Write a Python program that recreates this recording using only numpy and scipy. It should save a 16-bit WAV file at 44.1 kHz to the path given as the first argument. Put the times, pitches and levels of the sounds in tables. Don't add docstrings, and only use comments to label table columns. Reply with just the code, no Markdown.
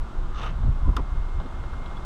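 import sys
import numpy as np
from scipy import signal
from scipy.fft import rfft, irfft
from scipy.io import wavfile
from scipy.ndimage import uniform_filter1d

SR = 44100
rng = np.random.default_rng(int(sys.argv[2]) if len(sys.argv) > 2 else 0)


def file_out(sig):
    cols = np.atleast_2d(sig).T
    lim = np.clip(cols, -1, 1)
    pcm = np.round(lim * 32767).astype(np.int16)
    wavfile.write(sys.argv[1], SR, pcm)


N = 90404
TIME = np.arange(N) / SR


def from_db(db):
    return 10 ** (np.asarray(db) / 20)


def rms_one(x):
    return x / np.sqrt(np.mean(x ** 2) + 1e-20)


def in_time(rows):
    s, *columns = np.transpose(rows)
    return [np.interp(TIME, s, c) for c in columns]


def noise(spectrum):
    hz, db = np.transpose(spectrum)
    bin_hz = np.maximum(np.arange(N // 2 + 1) * SR / N, 1)
    bin_db = np.interp(np.log(bin_hz), np.log(hz), db, left=-90, right=-120)
    white = rfft(rng.standard_normal(N))
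    return rms_one(irfft(white * from_db(bin_db), N))


def steadied(x, size):
    return x / np.sqrt(uniform_filter1d(x ** 2, size) + 1e-9)


def soften(x, hz, order=2):
    low_pass = signal.butter(order, min(hz, .45 * SR), fs=SR, output="sos")
    return signal.sosfilt(low_pass, x + 1e-18)


def resonate(x, hz, width):
    r = np.exp(-np.pi * width / SR)
    top = np.array([1, 0, -1]) * (1 - r * r) / 2
    return signal.lfilter(top, [1, -2 * r * np.cos(2 * np.pi * hz / SR), r * r], x)


def ring(force, modes):
    out = np.zeros(N)
    for k, (hz, db, ring_s) in enumerate(modes):
        r = np.exp(-np.log(1000) / (ring_s * SR))
        w = 2 * np.pi * hz / SR
        mode = signal.lfilter([0, np.sin(w)], [1, -2 * r * np.cos(w), r * r], force + 1e-18)
        out += (-1) ** k * from_db(db) * mode
    return out


def click(s, db):
    return from_db(db) * (np.arange(N) == int(s * SR))


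def slips(per_s, spread_db):
    happens = rng.random(N) < per_s / SR
    sign = rng.choice([-1, 1], N)
    size = from_db(spread_db * np.minimum(rng.exponential(1, N), 4))
    return happens * sign * size


def dying(s, decay_s, attack_s=0.0013):
    age = np.maximum(TIME - s, 0)
    return (1 - np.exp(-(age / attack_s) ** 2)) * np.exp(-age / decay_s)


def swells(rows):
    return sum(from_db(db) * np.exp(-((TIME - s) / half) ** 2 / 2) for s, db, half in rows)


# pitch_hz, relative_level_db (per Hz)
RUSH_COLOUR = [(100, 1.5), (250, 4.5), (450, -2.5), (750, -1), (1050, 1), (1380, -0.5), (1700, -11),
               (2300, -18), (3500, -16.5), (4600, -24.5), (8300, -30), (10000, -38.5), (12500, -41),
               (14000, -78)]
# time_s, level_db
RUSH_LEVEL = [(0.02, -46.5), (0.79, -47), (1.64, -46), (2.05, -45)]
RUSH_GAIN_DB = 2.5


def rush():
    level_db, = in_time(RUSH_LEVEL)
    return from_db(level_db + RUSH_GAIN_DB) * noise(RUSH_COLOUR)


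HUM_HZ, HUM_WIDTH_HZ, HUM_DB = 356.6, 7.7, -56.5


def hum():
    return from_db(HUM_DB) * rms_one(resonate(rng.standard_normal(N), HUM_HZ, HUM_WIDTH_HZ))


# time_s, level_db
WHINE_LEVEL = [(0, -70.5), (.45, -73), (.75, -65), (1.2, -61.5), (1.55, -62.5), (1.85, -57), (2.05, -60.5)]
WHINE_HZ, WHINE_WAVER_HZ = 2127, 1.75


def whine():
    pitch = WHINE_HZ + WHINE_WAVER_HZ * rms_one(soften(rng.standard_normal(N), hz=6.0))
    tone = rms_one(np.sin(2 * np.pi * np.cumsum(pitch) / SR))
    level_db, = in_time(WHINE_LEVEL)
    return from_db(level_db) * tone


# time_s, level_db
RUMBLE_LEVEL = [(0.02, -23.5), (0.11, -42), (0.18, -22.5), (0.22, -24), (0.39, -30), (0.58, -27),
                (0.69, -16), (0.77, -26.5), (0.83, -21.5), (0.895, -15), (0.95, -28.5), (1.01, -21.5),
                (1.07, -32), (1.16, -21), (1.31, -29), (1.375, -21.5), (1.45, -34), (1.62, -29),
                (1.70, -31.5), (1.76, -28), (1.86, -32), (2.05, -31.5)]
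# pitch_hz, relative_level_db (per Hz)
RUMBLE_COLOUR = [(15, -0.5), (28, 2), (45, -8), (65, -8.5), (95, -22), (140, -26), (300, -52)]
# time_s, level_db
FLUTTER_LEVEL = [(0.02, -49.5), (0.19, -46), (0.33, -49.5), (0.52, -34), (0.59, -37), (0.665, -26),
                 (0.74, -42), (0.82, -41), (0.885, -33), (0.96, -40), (1.08, -46), (1.16, -42), (1.27, -77),
                 (1.41, -34.5), (1.54, -59), (1.65, -43), (1.71, -45), (1.9, -44), (1.97, -39.5),
                 (2.05, -61)]
# pitch_hz, relative_level_db (per Hz)
FLUTTER_COLOUR = [(60, -14), (110, 5), (160, -4), (240, -13), (400, -26.5), (900, -30.5)]
# time_s, peak_db, width_s
BUFFETS = [(0.889, -7.5, .0072)]
RUMBLE_GAIN_DB, FLUTTER_GAIN_DB = 1, -2


def wind():
    rumble_db, = in_time(RUMBLE_LEVEL)
    flutter_db, = in_time(FLUTTER_LEVEL)
    out = from_db(rumble_db + RUMBLE_GAIN_DB) * steadied(noise(RUMBLE_COLOUR), size=2500)
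    out += from_db(flutter_db + FLUTTER_GAIN_DB) * steadied(noise(FLUTTER_COLOUR), size=1800)
    for s, db, width in BUFFETS:
        u = (TIME - s) / width
        out += from_db(db) * (1 - u * u) * np.exp(-u * u / 2)
    return out


# time_s, relative_level_db
SLIDE_LEVEL = [(0.338, -68), (0.36, -47), (0.39, -41.5), (0.422, -36.5), (0.475, -42.5), (0.515, -51),
               (0.56, -76)]
# pitch_hz, width_hz, relative_level_db, swell_delay_s (negative is earlier)
SLIDE_BODY = [(2660, 200, -5.5, 0.001), (3050, 280, -9.5, 0), (3580, 240, -8, -0.010),
              (6200, 600, -20, -0.017)]
# pitch_hz, relative_level_db
HISS_COLOUR = [(400, -1), (650, 1), (900, 2), (1400, -2), (1800, -5), (3000, -10), (4500, -23.5),
               (8000, -32), (13000, -43)]
# time_s, level_db
SLIDE_RING_LEVEL = [(0.29, -76), (0.33, -44.5), (0.36, -41), (0.405, -39.5), (0.42, -62), (0.436, -38.5),
                    (0.47, -36.5), (0.53, -61)]
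SLIDE_RING_HZ, SLIDE_RING_WIDTH_HZ = 1202, 85
SLIPS_PER_S, BODY_GAIN_DB = 1100, 15.5
HISS_GAIN_DB, HISS_DELAY_S = -2, 0.016
GRIT_RATE_HZ, GRIT_SWING_DB = 160, 1.8


def slide():
    level_db, = in_time(SLIDE_LEVEL)
    uneven_db = GRIT_SWING_DB * rms_one(soften(rng.standard_normal(N), GRIT_RATE_HZ))
    force = slips(SLIPS_PER_S, spread_db=-4)

    def swell(delay_s):
        return from_db(np.interp(TIME - delay_s, TIME, level_db) + uneven_db)

    body = np.zeros(N)
    for k, (hz, width, db, delay_s) in enumerate(SLIDE_BODY):
        body += (-1) ** k * from_db(db) * swell(delay_s) * resonate(force, hz, width)
    body *= from_db(BODY_GAIN_DB) / np.std(force)

    ring_db, = in_time(SLIDE_RING_LEVEL)
    ringing = rms_one(resonate(force, SLIDE_RING_HZ, SLIDE_RING_WIDTH_HZ))
    main_ring = from_db(ring_db) * steadied(ringing, size=1500)
    hiss = from_db(HISS_GAIN_DB) * swell(HISS_DELAY_S) * noise(HISS_COLOUR)
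    return soften(main_ring, hz=2500) + soften(body, hz=6450) + hiss


# pitch_hz, relative_level_db, ring_time_s
PANEL = [(245, -1, 0.05), (285, 2, 0.045), (358, -2, 0.04), (510, -11, 0.04), (700, -16, 0.04),
         (993, -17, 0.05), (1170, -16, 0.046)]
# centre_s, level_db, half_length_s
FLEXES = [(0.675, -41, 0.008), (0.879, -34.5, 0.006), (0.895, -30.5, 0.006), (0.994, -32.5, 0.011),
          (1.442, -44, .005), (1.462, -37, 0.006)]


def flexing():
    shudder = rms_one(ring(slips(900, spread_db=3), PANEL))
    return swells(FLEXES) * steadied(shudder, size=700)


# centre_s, level_db, half_length_s, pitch_hz
CREAKS = [(0.869, -39.5, 0.0105, 1008), (0.936, -41.5, 0.006, 985)]
CREAK_WAVER_HZ, CREAK_ROUGH_DB = 22, 2.2


def creaking():
    out = np.zeros(N)
    for s, db, half, hz in CREAKS:
        waver, rough = rms_one(soften(rng.standard_normal((2, N)), hz=90))
        pitch = hz + CREAK_WAVER_HZ * waver
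        tone = rms_one(np.sin(2 * np.pi * np.cumsum(pitch) / SR))
        out += swells([(s, db, half)]) * from_db(CREAK_ROUGH_DB * rough) * tone
    return out


# start_s, knock_db, grit_db, clip_impulse_db
TICKS = [(0.629, -45, -55, -62), (1.399, -39, -45, -55), (1.458, -43, -52, -62), (1.6365, -43, -55, -62),
         (1.731, -42, -53, -62), (1.8584, -50, -40, -48), (1.909, -45, -55, -65), (1.9700, -48, -52, -41)]
# pitch_hz, relative_level_db
KNOCK_COLOUR = [(200, -3), (700, 0), (1100, 5), (1450, 2), (1900, -19), (3000, -21), (6000, -34)]
# pitch_hz, relative_level_db
GRIT_COLOUR = [(1500, -20), (2400, -10), (2900, 3), (3800, 6), (4400, -19), (7000, -27), (12000, -34)]
# pitch_hz, relative_level_db, ring_time_s
CLIP = [(3390, -2, .04), (4640, -19, .03), (11200, -29, .03)]
KNOCK_GAIN_DB, KNOCK_DECAY_S = 4.5, 0.012
GRIT_GAIN_DB, GRIT_DECAY_S = 0.5, .004


def ticks():
    knock, grit, taps = np.zeros(N), np.zeros(N), np.zeros(N)
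    for s, knock_db, grit_db, clip_db in TICKS:
        knock += from_db(knock_db + KNOCK_GAIN_DB) * dying(s, KNOCK_DECAY_S)
        grit += from_db(grit_db + GRIT_GAIN_DB) * dying(s, GRIT_DECAY_S, attack_s=0.0015)
        taps += click(s, clip_db)
    knock *= steadied(noise(KNOCK_COLOUR), size=200)
    grit *= steadied(noise(GRIT_COLOUR), size=100)
    return knock + grit + ring(taps, CLIP)


TWANG_S, TWANG_DB, TWANG_RISE_S, TWANG_FALL_S = 0.9741, -21, .003, .0017
TWANG_HZ, SAG_HZ_PER_S, SAG_RANGE_HZ = 1177, 81000, 238


def twang(release_s):
    age = TIME - TWANG_S
    pitch = TWANG_HZ - np.clip(SAG_HZ_PER_S * age, -SAG_RANGE_HZ, SAG_RANGE_HZ)
    turns = np.cumsum(pitch * (TIME > release_s)) / SR
    side_s = np.where(age < 0, TWANG_RISE_S, TWANG_FALL_S)
    swing = np.exp(-(age / side_s) ** 2 / 2)
    return from_db(TWANG_DB) * swing * np.sin(2 * np.pi * turns)


# pitch_hz, relative_level_db
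RATTLE_COLOUR = [(150, -16), (300, -14), (550, -2), (800, 6), (1150, 8), (1400, 0), (1800, -12),
                 (3200, -16), (6000, -28)]
RATTLE_START_S, RATTLE_DB, RATTLE_DECAY_S = 0.974, -32, 0.019


def rattle():
    envelope = from_db(RATTLE_DB) * dying(RATTLE_START_S, RATTLE_DECAY_S, attack_s=0.0024)
    return envelope * steadied(noise(RATTLE_COLOUR), size=300)


SNAP = [(0.9661, -24, 13000), (0.9670, -26, 9000), (0.9689, -27.5, 5500)]
# pitch_hz, relative_level_db, ring_time_s
TRIM = [(470, -10, .025), (1007, -10, 0.055), (1227, -7, 0.056), (1850, -21, 0.015), (2480, -16, .02),
        (2735, -11, 0.032), (2980, -10.5, 0.016), (3300, -13.5, .018), (3620, -15, 0.025),
        (5200, -19, 0.018), (5900, -24, .012), (6900, -22, 0.016), (8700, -22.5, .013), (10800, -22, 0.011),
        (13000, -28, .01)]
# pitch_hz, relative_level_db
CRACK_COLOUR = [(300, 0), (900, 6), (1400, 7), (2100, -8), (2700, 4.5), (3600, 2.5), (4400, -12),
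                (5300, -3), (7000, -7), (9000, -14), (13000, -21), (15000, -38)]
CRACK_DB, CRACK_DECAY_S = -24.5, .0026


def snap():
    release_s = SNAP[0][0]
    force = sum(soften(click(s, db), hz, order=1) for s, db, hz in SNAP)
    crack = from_db(CRACK_DB) * dying(release_s, CRACK_DECAY_S, attack_s=0.00015)
    crack = crack * steadied(noise(CRACK_COLOUR), size=100)
    return soften(ring(force, TRIM) + crack, hz=13100) + twang(release_s) + rattle()


def scene():
    background = rush() + hum() + whine() + wind()
    trim = slide() + flexing() + creaking() + ticks() + snap()
    return (background + trim)[None]


CUTOFF_HZ = 15700


def record(dry):
    return signal.sosfilt(signal.cheby2(12, 70, CUTOFF_HZ, fs=SR, output="sos"), dry)


dry = scene()
out = record(dry)
file_out(out)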